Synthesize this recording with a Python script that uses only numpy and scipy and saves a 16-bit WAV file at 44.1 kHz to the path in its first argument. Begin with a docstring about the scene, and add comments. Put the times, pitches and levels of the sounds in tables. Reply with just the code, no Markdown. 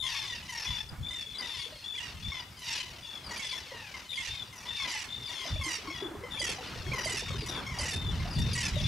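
"""A lake shore with a chattering colony of birds, probably terns. One on the right repeats a chirp and a
falling rasp, a harmonic stack chopped into pulses by its syrinx. Others on the left answer with rasps,
chirps, thin whistles and squeals, and the flock farther off joins in bouts. Wavelets lap and plop as
trapped air rings, and a rising wind buffets the microphone in gusts."""
import sys
import numpy as np
from scipy import signal
from scipy.fft import rfft, irfft, next_fast_len
from scipy.io import wavfile
from scipy.ndimage import map_coordinates

SR = 44100
rng = np.random.default_rng(int(sys.argv[2]) if len(sys.argv) > 2 else 0)


def to_wav(s):
    """Save 16-bit WAV."""
    ch = np.atleast_2d(s).T  # columns
    pcm = np.round(np.clip(ch, -1, 1) * 32767)  # PCM
    wavfile.write(sys.argv[1], SR, pcm.astype(np.int16))


N = 391166
PULSE_HZ = 39.4  # syrinx pulse rate in rasps and chirps


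def amp(db):
    """Decibels to gain."""
    return 10 ** (np.asarray(db) / 20)


def unit(x):
    """Scale to rms 1."""
    return x / np.sqrt(np.mean(x ** 2) + 1e-20)


def along(points, hz):
    """Read (f/Hz, value) points on a log frequency axis."""
    f, v = np.transpose(points)
    return np.interp(np.log(hz + 1), np.log(f + 1), v)


def curve(rows):
    """An envelope, one value per sample, from (t/s, value) rows."""
    return np.interp(np.arange(N) / SR, *np.transpose(rows))


def wobble(rate, size):
    """Smooth random modulation, rate knots a second."""
    return map_coordinates(rng.standard_normal(int(size * rate / SR) + 4), [np.arange(size) * rate / SR])


def filtered(x, response):
    """Zero-phase EQ; response gives the gain at each frequency."""
    m = next_fast_len(N + SR // 2)
    return irfft(rfft(x, m) * response(np.fft.rfftfreq(m, 1 / SR)), m)[..., :N]


def noise(spectrum, side_db):
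    """Coloured stereo noise of rms 1; side_db sets the width."""
    mid, side = filtered(rng.standard_normal((2, N)), lambda hz: amp(along(spectrum, hz)))
    return unit(np.array([mid + amp(side_db) * side, mid - amp(side_db) * side]))


def add(out, s, sound, pan_db):
    """Mix a sound in at time s; pan_db is left minus right."""
    start = int(np.clip(round(s * SR), 0, N - 1))
    part = sound[:N - start]
    out[:, start:start + len(part)] += amp([[pan_db / 2], [-pan_db / 2]]) * part


def fade(t, rise, fall):
    """Straight ramps at both ends of a note."""
    return np.clip(t / rise, 0, 1) * np.clip((t[-1] - t) / fall, 0, 1)


def air():
    """A faint, steady bed of open-air hiss."""
    # hiss spectrum: f/Hz, level/dB
    spectrum = [(25, -38), (110, -17), (300, -11), (1000, 4), (3000, 10.5), (8000, 7.5), (15000, 1)]
    return amp(-59.5) * noise(spectrum, side_db=-16)


def shore_echo(x):
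    """The shore returns a short diffuse tail, different at each ear."""
    # reverb time: f/Hz, t60/s
    decay = [(300, 0.45), (3000, 0.53), (10000, 0.18)]
    hz, t, spectra = signal.stft(rng.standard_normal((2, SR // 2)), SR, nperseg=256)
    tail = signal.istft(spectra * amp(-60 * t / along(decay, hz)[:, None]), SR, nperseg=256)[1]
    return signal.fftconvolve(x, tail / np.linalg.norm(tail[0]), axes=1)[:, :N]


def wind():
    """Eddies strike the microphone in lumps: a rising breeze, with deeper gusts on top."""
    # buffeting spectrum: f/Hz, level/dB
    buffet = [(20, -17), (45, -0.5), (75, 1.5), (115, 1), (200, -7.5), (350, -20.5), (900, -40),
              (3000, -92)]
    # breeze envelope: t/s, level/dB
    breeze_levels = [(0, -54), (3, -56), (5.4, -54.5), (6.5, -47), (7.9, -39), (8.2, -32.5), (8.87, -38.5)]
    # gusts that hit fast, hold and die away: t/s, hold/s, level/dB
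    gusts = [(0.673, 0.023, -34.5), (0.824, 0.11, -45.5), (0.976, 0.025, -35), (2.133, 0.17, -44.5),
             (4.28, 0.047, -46), (5.493, 0.12, -37), (6.755, 0.14, -40), (7.295, 0.061, -33.5),
             (8.053, 0.16, -32.5), (8.35, 0.11, -24.5), (8.714, 0.17, -31)]
    attack_s, release_s, cutoff_hz = .011, .048, 158
    t = np.arange(N) / SR
    gust = lambda age, hold: np.clip(age / attack_s, 0, 1) * np.exp(-np.maximum(age - hold, 0) / release_s)
    breeze = unit(noise(buffet, side_db=-17) * amp(3.2 * wobble(28, N)))
    eddies = noise(buffet, side_db=-12.5) * amp(3.9 * wobble(28, N))
    thumps = unit(filtered(eddies, lambda hz: 1 / np.hypot(1, (hz / cutoff_hz) ** 2)))
    gusting = sum(amp(db) * gust(t - s, hold) for s, hold, db in gusts)
    return amp(curve(breeze_levels)) * breeze + gusting * thumps


def bubble(hz, cycles, rise):
    """An air pocket rings for some cycles, its pitch rising as it nears the surface."""
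    age = np.arange(int(cycles / hz * SR)) / (cycles / hz * SR)
    ring = np.sin(2 * np.pi * cycles * (age + rise * age ** 2 / 2))
    return ring * amp(-40 * age) * (1 - np.exp(-age / .045))


def water(count):
    """A low wash fizzing with count small bubbles, and big plops that each trail weaker ones."""
    # wash envelope: t/s, level/dB
    wash_levels = [(0, -55), (1, -59), (2.8, -57), (3.4, -54), (4.1, -58), (5.2, -54.5), (6.5, -47),
                   (7.4, -46), (8.87, -52)]
    # wash spectrum: f/Hz, level/dB
    spectrum = [(60, -78), (200, 9.5), (450, 1), (800, 4.5), (1500, 3.5), (3000, -9.5), (8000, -26),
                (15000, -66)]
    # air pockets closed by wavelets: t/s, level/dB, f/Hz
    pockets = [(1.66, -41, 462), (1.723, -39, 603), (3.718, -34, 526), (5.453, -32.5, 660),
               (5.559, -35, 613), (5.663, -34.5, 310), (5.878, -32.5, 302), (6.022, -26, 388),
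               (6.05, -32, 324), (6.109, -33, 330), (6.149, -34, 400), (6.234, -31.5, 476),
               (6.585, -30.5, 740), (7.058, -28, 618), (8.255, -30.5, 694), (8.764, -27.5, 583)]
    trail_s, trail_loss_db, scatter, fizz_db = .027, 7.5, .215, -3
    fizz, plops = np.zeros((2, N)), np.zeros((2, N))
    for s, (pitch, size, pan) in zip(rng.uniform(0, N / SR, count), rng.uniform(-.996, 1, (count, 3))):
        add(fizz, s, amp(8 * size) * bubble(900 * np.exp(pitch), cycles=16, rise=.2), 4 * pan)
    for s, db, hz in pockets:
        for k, (late, detune) in enumerate(rng.uniform(-1.002, 1, size=(3, 2))):
            ring = bubble(hz * np.exp(k * scatter * detune), cycles=23, rise=.078)
            add(plops, s + k * trail_s * (1 + late / 2), amp(db - k * trail_loss_db) * ring, pan_db=0)
    wash = noise(spectrum, side_db=-10) * amp(3.94 * wobble(14, N))
    wash_db = curve(wash_levels)
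    bubbly = amp((wash_db - wash_db.max()) / 2)  # stronger wavelets trap more air
    return plops + amp(wash_db) * (unit(wash) + amp(fizz_db) * bubbly * unit(fizz))


def pulsing(cycle, duty, edge):
    """The syrinx snaps open once a cycle and closes more gently, each time with a new strength."""
    place, pulse = cycle % 1, cycle.astype(int)
    strength = amp(rng.standard_normal(64))[pulse % 64]
    return strength * np.clip(np.minimum(place / edge, (duty - place) / (3 * edge)), 0, 1)


def rasp(length, pitch_hz, treble_db, jitter, hiss_db):
    """A breathy harmonic stack chopped into pulses, sinking and fraying through the call."""
    # throat resonances: f/Hz, gain/dB
    throat = [(600, -5.5), (950, 3.5), (1400, 5.5), (1950, 9), (2400, 13.5), (2900, 4.5), (3700, 3),
              (4900, -0.5), (5900, -6), (7200, -15), (11000, -16.5), (12000, -18), (15000, -98)]
    sag_per_s, slide_peak_db, slide_width_hz = 1.1, 9, 1600
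    t = np.arange(int(length * SR)) / SR
    progress = t / length
    fray = .3 + 1.4 * progress
    drift = .07 * wobble(30, len(t))
    cycle = np.abs(t * PULSE_HZ + drift - drift[0])
    place, pulse = cycle % 1, cycle.astype(int) % 16
    # each pulse takes its own pitch, droops, then flicks up as it closes
    step = .02 * rng.standard_normal(16)[pulse]
    droop = .035 * (place - .5)
    flick = .1 * np.clip((place - .62) / .26, 0, 1) ** 2
    contour = 1 - sag_per_s * t + step - droop + flick + .006 * wobble(120, len(t))
    pitch = pitch_hz * contour * (1 + jitter * fray * wobble(1300, len(t)))
    order = np.arange(1, 15)[:, None]
    hz = order * pitch
    shelf = lambda f: np.clip(np.log2(f / 3200) / 1.54, 0, 1)
    throat_db = lambda f: along(throat, f) + treble_db * shelf(f)
    # strong low harmonics weaken as the bill opens
    opening_db = 9 * (.5 - progress) * np.clip((4000 - hz) / 1800, 0, 1)
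    pulse_colour_db = 2.6 * rng.standard_normal((len(order), 16))[:, pulse]
    # one throat resonance sweeps down through the call
    slide_hz = np.linspace(7320, 4580, len(t))
    slide_db = slide_peak_db * np.exp(-((hz - slide_hz) / slide_width_hz) ** 2)
    gains = amp(throat_db(hz) + opening_db + pulse_colour_db + slide_db)
    # unsteady vibration roughens the upper harmonics most
    flutter = np.array([wobble(700, len(t)) for _ in order]) * (.12 + .6 * shelf(hz)) * np.sqrt(fray)
    stack = (gains * (1 + flutter) * np.sin(2 * np.pi * order * np.cumsum(pitch) / SR)).sum(axis=0)
    # turbulent air passes through the same throat
    breath_colour = amp(throat_db(np.fft.rfftfreq(2 ** 14, 1 / SR) + 1))
    breath = unit(irfft(rfft(rng.standard_normal(2 ** 14)) * breath_colour))[:len(t)]
    voice = stack + amp(hiss_db) * np.std(stack) * fray * breath
    envelope = fade(t, rise=.001, fall=.05) * amp(-3 * (progress - .5))
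    return voice / np.sqrt(np.mean(gains[1:3] ** 2)) * pulsing(cycle, duty=.88, edge=.065) * envelope


def far_birds(count):
    """Many overlapping rasps from farther along the shore, swelling in bouts."""
    # bout peaks: t/s, level/dB
    bouts = [(0.15, -43.5), (0.72, -48), (1.56, -42.5), (2.3, -55), (2.75, -38.5), (3.5, -46.5), (3.9, -56),
             (4.27, -46), (4.86, -41.5), (5.42, -49.5), (5.9, -67), (6.6, -74), (7.27, -51.5), (8.6, -41.5),
             (8.86, -45.5)]
    # chatter between the bouts: t/s, level/dB
    chatter = [(0, -38), (.6, -51), (1, -64), (1.3, -54), (2.1, -51), (2.5, -58.5), (3, -49), (4.5, -52.5),
               (5.8, -48), (6.1, -68), (6.5, -45.5), (8.87, -50.5)]
    colour = [(2000, 0), (3000, 10.5), (5800, 7.5), (8000, 6.5)]  # flock EQ: f/Hz, gain/dB
    rise_s, fall_s = .11, .091
    out, t = np.zeros((2, N)), np.arange(N) / SR
    for i, (when, size, pitch, level, pan) in enumerate(rng.uniform(-1, 1, (count, 5))):
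        call = rasp(.19 + .04 * size, 1050 + 110 * pitch, treble_db=1, jitter=.024, hiss_db=-5)
        add(out, (i + when / 2) / count * N / SR, amp(2.5 * level) * call, pan_db=3 + 4 * pan)
    flock = unit(filtered(out, lambda hz: amp(along(colour, hz))))
    swell = lambda s: np.exp(-((t - s) / np.where(t < s, rise_s, fall_s)) ** 2)
    return (amp(curve(chatter)) + sum(amp(db) * swell(s) for s, db in bouts)) * flock


def whistle(length, notes_hz, overtones_db, depth, rate, jitter, arch):
    """A nearly pure tone gliding through its notes, throbbing with the syrinx."""
    t = np.arange(int(length * SR)) / SR
    melody = np.polyfit(np.linspace(0, 1, len(notes_hz)), notes_hz, len(notes_hz) - 1)
    cycle = t * rate + .18 * np.abs(wobble(20.9, len(t)))
    bend = arch * (.06 - (cycle % 1 - .42) ** 2)  # the pitch arches within each pulse
    pitch = np.polyval(melody, t / length) * (1 + jitter * wobble(366.3, len(t)) + bend)
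    phase = 2 * np.pi * np.cumsum(pitch) / SR
    tone = np.sin(phase) + sum(amp(db) * np.sin(k * phase) for k, db in enumerate(overtones_db, 2))
    throb = 1 - depth + depth * pulsing(cycle, duty=.98, edge=.17)
    swell = amp(-7 * np.exp(-t / .0066))
    return unit(tone * throb * swell * fade(t, rise=.0031, fall=.04 * length))


def chirp(length, notes_hz):
    """A short, slightly hoarse note with a clear octave."""
    return whistle(length, notes_hz, overtones_db=[-15], depth=.75, rate=PULSE_HZ, jitter=.017, arch=.2)


def begging():
    """Wavering whistles and strained, fast-trilling squeals, from the left."""
    # whistles of nearly level pitch: t/s, length/s, first f/Hz, middle f/Hz, last f/Hz, level/dB
    whistles = [(0.15, 0.2, 3520, 3550, 3480, -43.5), (0.65, 0.17, 3410, 3490, 3430, -39),
                (1.028, .22, 3425, 3580, 3420, -41.5), (1.249, 0.15, 3410, 3455, 3430, -46.5),
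                (1.839, 0.16, 3400, 3478, 3334, -41), (2.222, .19, 3410, 3544, 3390, -44),
                (3.026, 0.17, 3440, 3440, 3370, -45.5), (3.424, .17, 3440, 3420, 3470, -42),
                (4.285, 0.15, 3500, 3620, 3410, -42.5), (4.667, 0.19, 3470, 3580, 3410, -40),
                (5.084, 0.24, 3534, 3580, 3450, -43.5), (5.474, .16, 3530, 3520, 3380, -45),
                (5.92, .16, 3370, 3400, 3464, -44.5), (7.206, 0.17, 3550, 3650, 3660, -48.5),
                (7.918, 0.2, 3600, 3584, 3450, -42), (8.364, 0.17, 3480, 3640, 3540, -44.5),
                (8.838, 0.089, 3450, 3530, 3570, -39)]
    # hoarse falling squeals: t/s, length/s, first f/Hz, middle f/Hz, last f/Hz, level/dB
    squeals = [(0, .085, 3590, 3450, 3260, -37), (1.415, 0.27, 3700, 3474, 3440, -44.5),
               (4.09, 0.14, 3740, 3390, 3340, -43), (5.277, .17, 3620, 3420, 3240, -46),
               (6.308, 0.21, 3620, 3320, 3250, -43), (7.482, 0.13, 3760, 3485, 3410, -44.5),
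               (8.746, 0.066, 3780, 3600, 3330, -43)]
    waver = lambda tone: unit(tone * amp(1.5 * wobble(30, len(tone)) + 1.1 * wobble(400, len(tone))))
    out = np.zeros((2, N))
    for s, length, *notes_hz, db in whistles:
        trill_hz = 48 + 2 * rng.standard_normal()
        tone = whistle(length, notes_hz, [-24, -30], depth=.85, rate=trill_hz, jitter=.01, arch=.05)
        add(out, s, amp(db) * waver(tone), pan_db=7)
    for s, length, *notes_hz, db in squeals:
        tone = whistle(length, notes_hz, [-20, -19.5], depth=.85, rate=76, jitter=.016, arch=.36)
        add(out, s, amp(db) * waver(tone), pan_db=10.5)
    return out


def answers():
    """Throatier birds on the left rasp and chirp back."""
    # answering rasps: t/s, length/s, pitch f/Hz, level/dB, treble/dB
    rasps = [(0.039, 0.25, 1072, -47, 8), (0.492, 0.206, 996, -44.5, 8.5), (0.651, 0.21, 1063, -48.5, 3.5),
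             (1.395, 0.16, 1030, -48, 0), (2.318, 0.14, 1080, -44.5, -6), (2.59, 0.13, 1055, -71.5, 32.5),
             (3.309, 0.1, 1000, -47, 9.5), (3.526, 0.11, 1010, -49, 10), (3.712, 0.24, 985, -50, -23),
             (3.94, .11, 1060, -46.5, 0), (4.526, 0.19, 1035, -57, 14), (4.655, 0.13, 998, -49, -14),
             (4.799, 0.24, 1085, -43, 1), (5.291, 0.099, 970, -50.5, 9), (5.414, 0.11, 1060, -48, 5),
             (5.611, 0.18, 1090, -44.5, 7), (5.872, 0.18, 1125, -46.5, -2), (6.236, 0.3, 1065, -52.5, -9),
             (6.933, 0.15, 1055, -40.5, 4.5), (7.46, 0.093, 991, -52, 17.5), (7.664, 0.29, 1103, -46, 2),
             (8.197, 0.13, 1087, -50.5, -7), (8.385, 0.068, 971, -49, 13.5)]
    # high chirps, mostly falling: t/s, length/s, first f/Hz, last f/Hz, level/dB
    chirps = [(0.888, 0.011, 5200, 4750, -47), (1.346, 0.029, 3900, 4020, -42.5),
              (1.383, 0.03, 4800, 4820, -39), (1.588, .042, 4810, 4300, -45),
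              (1.714, 0.15, 4390, 4250, -53.5), (2.568, 0.028, 4950, 4800, -56),
              (3.24, 0.085, 5020, 4300, -47.5), (3.491, 0.043, 4850, 4350, -44),
              (5.26, .04, 4940, 4320, -46), (5.388, .035, 4800, 4500, -53), (7.38, 0.078, 5020, 4480, -49),
              (8.305, 0.087, 5000, 4370, -46)]
    # throaty voice EQ: f/Hz, gain/dB
    colour = [(800, 4.5), (1050, 0.5), (2000, .5), (3000, 0.5), (4000, -4), (5500, 4), (8000, -4.5),
              (10500, 0), (12000, 1)]
    out = np.zeros((2, N))
    for s, length, pitch_hz, db, treble_db in rasps:
        call = rasp(length, pitch_hz, treble_db, jitter=.015, hiss_db=-9)
        add(out, s, amp(db) * call, pan_db=3)
    for s, length, *notes_hz, db in chirps:
        add(out, s, amp(db) * chirp(length, notes_hz), pan_db=5.5)
    return filtered(out, lambda hz: amp(along(colour, hz)))


def opening_chirp():
    """One falling pulse of a higher voice, whose third harmonic stands out."""
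    # pitch glide: first f/Hz, last f/Hz
    glide = [1680, 1490]
    # harmonics from the second up: level/dB
    harmonics = [-8, 4.5, -7, -21, -9.5, -12]
    t = np.arange(int(.0203 * SR)) / SR
    pitch = np.linspace(*glide, len(t)) * (1 + .008 * wobble(600, len(t)))
    phase = 2 * np.pi * np.cumsum(pitch) / SR
    tone = sum(amp(db + 2 * rng.standard_normal()) * np.sin(k * phase) for k, db in enumerate(harmonics, 2))
    return unit(tone * fade(t, rise=.0048, fall=.0025))


def leader():
    """The bird on the right: often a yip, always a short chirp, then at once a harsh rasp."""
    # rasps about every .75 s: t/s, length/s, pitch f/Hz, level/dB, treble/dB
    rasps = [(0.297, 0.14, 1012, -46.5, -8), (1.105, 0.16, 1012, -51.5, 6), (1.976, 0.15, 1023, -48.5, 0.5),
             (2.678, 0.16, 1036, -51.5, 10), (3.393, 0.12, 1092, -47, 9), (4.175, .15, 1050, -45.5, 5.5),
             (4.913, .17, 1042, -44.5, 8), (5.655, 0.15, 1037, -42.5, 8.5), (6.415, 0.15, 1010, -41, 12.5),
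             (7.067, 0.17, 1034, -40.5, 12), (7.806, 0.18, 1040, -41.5, 13.5),
             (8.551, .17, 1002, -40.5, 11)]
    # rising yips just ahead of some rasps: t/s, level/dB
    yips = [(1.06, -55.5), (1.948, -49.5), (3.358, -46.5), (4.126, -47.5), (5.555, -52), (6.37, -45.5),
            (6.915, -38), (8.515, -53)]
    # the bird's position: t/s, left minus right/dB
    position = [(0.3, -3), (2, -8), (4.2, -7.5), (8.5, -1)]
    # piercing voice EQ: f/Hz, gain/dB
    colour = [(1000, -7.5), (2000, .5), (2900, 4.5), (4000, -3), (5000, -1), (7000, 2), (7700, 6.5),
              (9500, 0), (11000, 1), (12000, -9)]
    chirp_lead_s, chirp_db = .022, -6
    out = np.zeros((2, N))
    pan = lambda s: np.interp(s, *np.transpose(position))
    for s, length, pitch_hz, db, treble_db in rasps:
        call = rasp(length, pitch_hz, treble_db, jitter=.013, hiss_db=-9)
        add(out, s - chirp_lead_s, amp(db + treble_db + chirp_db) * opening_chirp(), pan(s))
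        add(out, s, amp(db) * call, pan(s))
    for s, db in yips:
        add(out, s, amp(db) * chirp(length=.0165, notes_hz=[2170, 2505]), pan(s))
    return filtered(out, lambda hz: amp(along(colour, hz)))


def scene():
    """Birds and water feed the shore's echo; wind and air stay dry."""
    sources = leader() + answers() + begging() + far_birds(count=135) + water(count=1100)
    return sources + shore_echo(amp(-12) * sources) + wind() + air()


def record(dry):
    """A brick-wall low-pass takes off the very top."""
    return filtered(dry, lambda hz: hz < 15650)


dry = scene()
out = record(dry)
to_wav(out)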